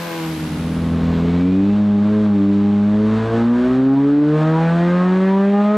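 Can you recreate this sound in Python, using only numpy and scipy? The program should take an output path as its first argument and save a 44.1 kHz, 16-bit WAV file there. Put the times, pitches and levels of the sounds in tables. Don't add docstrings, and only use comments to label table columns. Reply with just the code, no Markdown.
import sys
import numpy as np
from scipy import signal
from scipy.fft import rfft, irfft
from scipy.io import wavfile
from scipy.ndimage import uniform_filter1d, minimum_filter1d

SR = 44100
rng = np.random.default_rng(int(sys.argv[2]) if len(sys.argv) > 2 else 0)


def transcribe(signal):
    frames = np.atleast_2d(signal).T
    limited = np.clip(frames, -1, 1)
    pcm = np.round(limited * 32767).astype(np.int16)
    wavfile.write(sys.argv[1], SR, pcm)


N = 254456
TIME_S = np.arange(N) / SR
BINS_HZ = np.fft.rfftfreq(N, 1 / SR)

# (time [s], order 2 [dB], order 4 [dB], overtones and whines [dB])
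HUM_LEVELS = [(0, -28, -44, -32.5), (.12, -35.5, -31, -30.5), (.24, -28.7, -26, -31),
              (.36, -26, -25.3, -37.5), (.6, -28.5, -28, -39)]
# (firing order, relative level [dB])
HUM_LINES = [(2.5, -14.5), (3, -15.5), (3.5, -18), (5, -16), (6, -4), (7, -14), (8, -11), (10, -10),
             (12, -8), (13, -14), (14, -15), (18, -15), (19, -14), (26, -19), (29, -19)]
# (frequency [Hz], relative level [dB])
TYRE_CHAIN_SPECTRUM = [(20, -19), (100, -7), (250, -4), (500, -3.5), (900, -1.5), (1500, -3), (2500, -5),
                       (4000, -8.5), (7000, -16), (10000, -19), (13000, -22.5), (15500, -29)]
RUMBLE_SPECTRUM = [(15, -30.5), (35, -17), (65, -10.5), (120, -9.5), (170, -5.5), (230, -0.5), (310, 0.5),
                   (380, -4), (470, -5.5), (600, -17.5), (1200, -52.5), (4000, -100)]
THUD_SPECTRUM = [(15, -18.5), (35, -7.5), (58, 2.5), (90, -2), (140, -13.5), (300, -42), (2000, -110)]
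RASP_SPECTRUM = [(250, -34), (450, -7.5), (600, -0.5), (720, -2), (850, 0.5), (1000, -1.5), (1250, -2),
                 (1700, -7.5), (2100, -15), (3000, -30), (6000, -60), (12000, -100)]
VALVE_SPECTRUM = [(800, -31), (1600, -2), (2100, -.5), (2600, -2), (3700, -4), (4300, -8), (5000, -13.5),
                  (6500, -18), (7200, -19), (8600, -22.5), (10500, -34), (12800, -33), (15500, -46)]
# (frequency [Hz], coherence [0-1])
TYRE_CHAIN_COHERENCE = [(150, 1), (300, .85), (640, .75), (1400, .7), (3100, 0.5), (7000, .2)]
VALVE_COHERENCE = [(9000, 1), (10500, 1), (12500, .6)]
# (time [s], firing rate [Hz])
FIRING_RATE = [(0.3, 81.95), (0.86, 82.64), (1.2, 83.59), (1.39, 87.41), (1.71, 101.76), (1.79, 103.74),
               (1.99, 101.97), (2.14, 105.96), (2.22, 105.73), (2.42, 98.89), (2.69, 101.87),
               (2.83, 102.42), (2.95, 104.65), (3.44, 116.86), (4.0, 138.94), (4.51, 159.0), (4.96, 177.96),
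               (5.78, 211.9)]
# (firing order, level re valve hiss [dB], peak time [s], 1/e half-width [s])
GEAR_WHINES = [(25.96, -4.5, 1.5, .32), (144, -28, 1.15, .22), (64, -34, 5.35, .15)]
# (time [s], level [dB])
LOPE_LEVEL = [(0.3, -23.5), (1.15, -24), (1.45, -33), (1.9, -41), (2.7, -42), (3.27, -35), (4.15, -33),
              (4.9, -30), (5.77, -41)]
SNARL_LEVEL = [(1.1, -39), (1.65, -44), (2.15, -35.5), (2.5, -38.5), (2.9, -38), (3.2, -32.5), (3.9, -34),
               (4.3, -36), (4.7, -31.8), (5.15, -32.2), (5.77, -37)]
# (frequency [Hz], relative level [dB])
LOPE_SPECTRUM = [(20, -38), (42, -17), (54, -4), (64, -4), (78, -12), (125, -17), (170, -9), (207, 3),
                 (260, -2), (295, -6.5), (380, -14), (450, -11), (600, -6), (800, -14), (1500, -20),
                 (2500, -32)]
SNARL_SPECTRUM = [(620, -1), (720, -4.5), (800, 4), (890, -3), (975, 3), (1040, -3), (1120, 3), (1180, 0),
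                  (1250, 4), (1380, -5), (1510, 3), (1680, 0), (1800, 1), (1950, -5), (2400, -4),
                  (3700, -8), (6000, -28)]
# (level at cruise [dB], slope with speed [dB/octave])
EXHAUST_ORDERS = [(16.3, -14.2), (0.2, -1.4), (-7.3, 7.1), (-9.3, 4.4), (-12.6, 5.6), (-13.5, 4.8),
                  (-18.7, 7.6), (-20.4, 7.6)]
# (frequency [Hz], gain [dB])
SILENCER = [(80.0, -47.1), (105.0, -38.3), (150.0, -18.5), (165.0, -19.9), (205.0, -10.8), (275.0, -25.1),
            (350.0, -13.7), (440.0, -16.9), (600.0, -23.2), (800.0, -25.6), (1000.0, -29.9),
            (1250.0, -23.2), (1700.0, -29.7)]
# (frequency [Hz], width [Hz], gain [dB])
WORKSHOP_NULLS = [(124.4, 21.7, -21.5), (145.7, 17.3, -8.8), (226.2, 21.4, -24.1), (308, 6, -13),
                  (333, 30.6, -22), (358.3, 23.1, -8.4), (414.0, 10.7, -10.2), (469.1, 11.3, -12.9),
                  (510.4, 32.7, -12.5), (550.2, 14.4, -22.2), (657.1, 8.8, -3.5), (709.1, 18.5, -15.6),
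                  (746.1, 26.5, -10.7), (1409.5, 90.3, -13.2)]
WORKSHOP_MODES = [(237.6, 17.0, 8.6), (270.0, 23.7, 14.7), (292.0, 27.0, 14.9), (426.1, 6.9, 4.0),
                  (456.5, 12.7, 3.8), (530.3, 8.9, 5.5), (623.8, 27.7, 5.9), (684.5, 12.2, 5.1),
                  (811.7, 16.7, 10.8), (967.0, 25.1, 12.2), (1099.4, 51.0, 8.1), (1251.8, 26.1, 11.5),
                  (1504.0, 23.9, 11.5), (1591.2, 23.1, 6.6)]
# (frequency [Hz], strength [0-1])
WALL_ECHO = [(600, 0), (800, .45)]

CRUISE_HZ, SMOOTH_LOPE_DB = 100, -40
# (level at smooth cruise [dB], slope with speed [dB/octave], slope with lope [dB/dB])
RUMBLE_LAW, THUD_LAW = (-39.5, -.5, .52), (-46, -10, .55)
RASP_LAW, MECHANICAL_LAW = (-37.6, 5, .19), (-42.1, 2.4, .1)
SIDES = np.array([[1], [-1]])


def gain_of(db):
    return 10 ** (np.asarray(db) / 20)


def unit_rms(x):
    return x / np.sqrt(np.mean(x ** 2) + 1e-20)


def levelled(x, window_samples):
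    return x / np.sqrt(uniform_filter1d(x ** 2, size=window_samples) + 1e-9)


def lookup(table, hz):
    knots_hz, values = np.transpose(table)
    return np.interp(np.log(hz + 1), np.log(knots_hz + 1), values)


def curves(table):
    times_s, *columns = np.transpose(table)
    return [np.interp(TIME_S, times_s, column) for column in columns]


def coloured(x, spectrum):
    return unit_rms(irfft(rfft(x) * gain_of(lookup(spectrum, BINS_HZ)), N))


def wander(hz):
    return unit_rms(irfft(rfft(rng.standard_normal(N)) / (1 + (BINS_HZ / hz) ** 4), N))


def stereo_noise(coherence):
    same = np.clip(lookup(coherence, BINS_HZ), 0, 1)
    mid, side = rfft(rng.standard_normal((2, N))) * np.sqrt([1 + same, 1 - same])
    return unit_rms(irfft(np.array([mid + side, mid - side]), N))


def order_tone(firings, order):
    return np.sqrt(2) * np.cos(2 * np.pi * (order * firings + rng.random()))


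def puffs(firings, depth):
    return unit_rms(np.exp(depth * np.cos(2 * np.pi * firings)))


def workshop(x, wet_db, t60_s=.25):
    t = np.arange(SR // 2) / SR
    tail = unit_rms(rng.standard_normal(len(t)) * gain_of(-60 * t / t60_s)) / np.sqrt(len(t))
    return x + gain_of(wet_db) * signal.oaconvolve(x, tail)[:N]


def tyre_chain_hiss(firings):
    return coloured(stereo_noise(TYRE_CHAIN_COHERENCE) * puffs(firings, depth=.15), TYRE_CHAIN_SPECTRUM)


def whistle(firings, order=144, start_db=-46.8, sag_db_per_s=3.5, blur_hz=230, lean_db=1.8, spread=.6):
    carrier = np.exp(2j * np.pi * order * firings)
    mid, side = [(carrier * (wander(blur_hz) + 1j * wander(blur_hz))).real for _ in range(2)]
    level_db = start_db - sag_db_per_s * TIME_S + lean_db * SIDES
    return gain_of(level_db) * unit_rms(mid + spread * SIDES * side)


def coast_hum(firings, spread=.2):
    second_db, fourth_db, overtones_db = curves(HUM_LEVELS)
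    hum = gain_of(second_db) * order_tone(firings, 2) + gain_of(fourth_db) * order_tone(firings, 4)
    direct = sum(gain_of(db) * order_tone(firings, order) for order, db in HUM_LINES)
    overtones = direct + spread * SIDES * workshop(direct, wet_db=0)
    return hum + gain_of(overtones_db) * overtones


def coast(start_hz=85.7, sag_hz_per_s=18.6, jitter_firings=.0052, hiss_db=-32):
    firings = np.cumsum(start_hz - sag_hz_per_s * TIME_S) / SR + jitter_firings * wander(25)
    return coast_hum(firings) + gain_of(hiss_db) * tyre_chain_hiss(firings) + whistle(firings)


def gear_whines(firings, backlash_firings=.0055):
    whines = np.zeros(N)
    for order, db, peak_s, half_width_s in GEAR_WHINES:
        swell = np.exp(-((TIME_S - peak_s) / half_width_s) ** 2)
        whines += gain_of(db) * swell * order_tone(firings + backlash_firings * wander(60), order)
    return whines


def valve_hiss(firings):
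    return coloured(stereo_noise(VALVE_COHERENCE) * puffs(firings, depth=.083), VALVE_SPECTRUM)


def low_thud():
    return coloured(rng.standard_normal(N), THUD_SPECTRUM)


def gas_turbulence(firings, spectrum):
    return coloured(rng.standard_normal(N) * puffs(firings, depth=.25), spectrum)


def uneven_firing(firings, firing_hz, cycle_db=-11):
    def tone(order):
        return gain_of(lookup(LOPE_SPECTRUM, order * firing_hz)) * order_tone(firings, order)

    crank = sum(tone(k / 2) for k in range(1, 13, 2))
    cycle = sum(tone(k / 4) for k in range(3, 33, 2))
    return levelled(crank + gain_of(cycle_db) * cycle, window_samples=8000)


def exhaust_snarl(firings, firing_hz, odd_db=-7, ripple_db=3.5, flutter=.35, slope_db_per_order=-.85):
    modes_hz = np.arange(0, 7000, 22)
    ripple = np.clip(rng.standard_normal(len(modes_hz)), -2, 2)
    room_db = ripple_db * ripple + lookup(SNARL_SPECTRUM, modes_hz)
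    burn = wander(18)
    fronts = np.zeros(N)
    for crank_order in range(17, 51):
        level_db = np.interp(crank_order / 2 * firing_hz, modes_hz, room_db)
        level_db += odd_db * (crank_order % 2) + slope_db_per_order * crank_order
        tone = gain_of(level_db) * order_tone(firings, crank_order / 2)
        fronts += tone * (1 + flutter * np.roll(burn, rng.integers(N)))
    return levelled(workshop(unit_rms(fronts), wet_db=-7.5), window_samples=12000)


def exhaust_path_db(hz, comb_spacing_hz=50.1, ripple_db=1.6):
    def peak(centre_hz, width_hz):
        return 1 / (1 + (2 * (hz - centre_hz) / width_hz) ** 2)

    nulls_db = sum(10 * np.log10(1 - (1 - gain_of(db) ** 2) * peak(centre_hz, width_hz))
                   for centre_hz, width_hz, db in WORKSHOP_NULLS)
    modes_db = sum(db * peak(centre_hz, width_hz) for centre_hz, width_hz, db in WORKSHOP_MODES)
    echo = np.clip(lookup(WALL_ECHO, hz), 0, .9) * np.exp(2j * np.pi * hz / comb_spacing_hz)
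    comb_db = 20 * np.log10(abs(1 - echo))
    knots_hz = hz[::9]
    ripple = np.clip(rng.standard_normal(len(knots_hz)), -2, 2) * np.interp(knots_hz, [200, 600], [0, 1])
    room_db = nulls_db + modes_db + comb_db + ripple_db * np.interp(hz, knots_hz, ripple)
    return lookup(SILENCER, hz) + room_db


def exhaust_note(firings, firing_hz, shiver_depth=.045):
    grid_hz = np.arange(2000)
    path_db = exhaust_path_db(grid_hz)
    octaves = np.log2(firing_hz / CRUISE_HZ)
    shiver = shiver_depth * wander(35)
    note = np.zeros(N)
    for order, (db, db_per_octave) in enumerate(EXHAUST_ORDERS, 1):
        level_db = db + db_per_octave * octaves + np.interp(order * firing_hz, grid_hz, path_db)
        note += gain_of(level_db) * order_tone(firings, order) * (1 + np.sqrt(order) * shiver)
    return note


def pull(jitter_firings=.002, surge_db=.5, surge_hz=12):
    firing_hz, lope_db = curves(FIRING_RATE)[0], curves(LOPE_LEVEL)[0]
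    firings = np.cumsum(firing_hz) / SR + jitter_firings * wander(23)
    octaves = np.log2(firing_hz / CRUISE_HZ)

    def gain(law):
        db, db_per_octave, per_lope = law
        return gain_of(db + db_per_octave * octaves + per_lope * (lope_db - SMOOTH_LOPE_DB))

    note = exhaust_note(firings, firing_hz)
    snarl = gain_of(curves(SNARL_LEVEL)[0]) * exhaust_snarl(firings, firing_hz)
    lope = gain_of(lope_db) * uneven_firing(firings, firing_hz)
    rumble = gain(RUMBLE_LAW) * gas_turbulence(firings, RUMBLE_SPECTRUM)
    thud = gain(THUD_LAW) * low_thud()
    rasp = gain(RASP_LAW) * gas_turbulence(firings, RASP_SPECTRUM)
    hiss = valve_hiss(firings)
    surge = gain_of(surge_db * wander(surge_hz))
    mechanical = gain(MECHANICAL_LAW) * (hiss + gear_whines(firings))
    return note + lope + rumble + thud + surge * (snarl + rasp + mechanical)


def gain_control(x, knee_db=-15, squeeze=.8):
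    power = (x ** 2).mean(axis=0)
    smoothed = uniform_filter1d(uniform_filter1d(power, size=2200), size=2200)
    excess_db = np.maximum(10 * np.log10(abs(smoothed) + 1e-12) - knee_db, 0)
    return x * gain_of(-squeeze * excess_db)


def scene(fade_out_s=(.15, 1.14), fade_in_s=(.17, 1.1)):
    coasting = coast() * np.interp(TIME_S, fade_out_s, [1, 0])
    pulling = gain_control(pull()) * np.interp(TIME_S, fade_in_s, [0, 1])
    return coasting + pulling


def record(dry, ceiling=.477, cutoff_hz=15650):
    allowed_gain = np.minimum(1, ceiling / (abs(dry).max(axis=0) + 1e-9))
    limited = dry * uniform_filter1d(minimum_filter1d(allowed_gain, size=1600), size=1500)
    lowpass = signal.firwin(1023, cutoff_hz, window=("kaiser", 9), fs=SR)
    return signal.oaconvolve(limited, lowpass[None], "same", axes=1)


dry = scene()
out = record(dry)
transcribe(out)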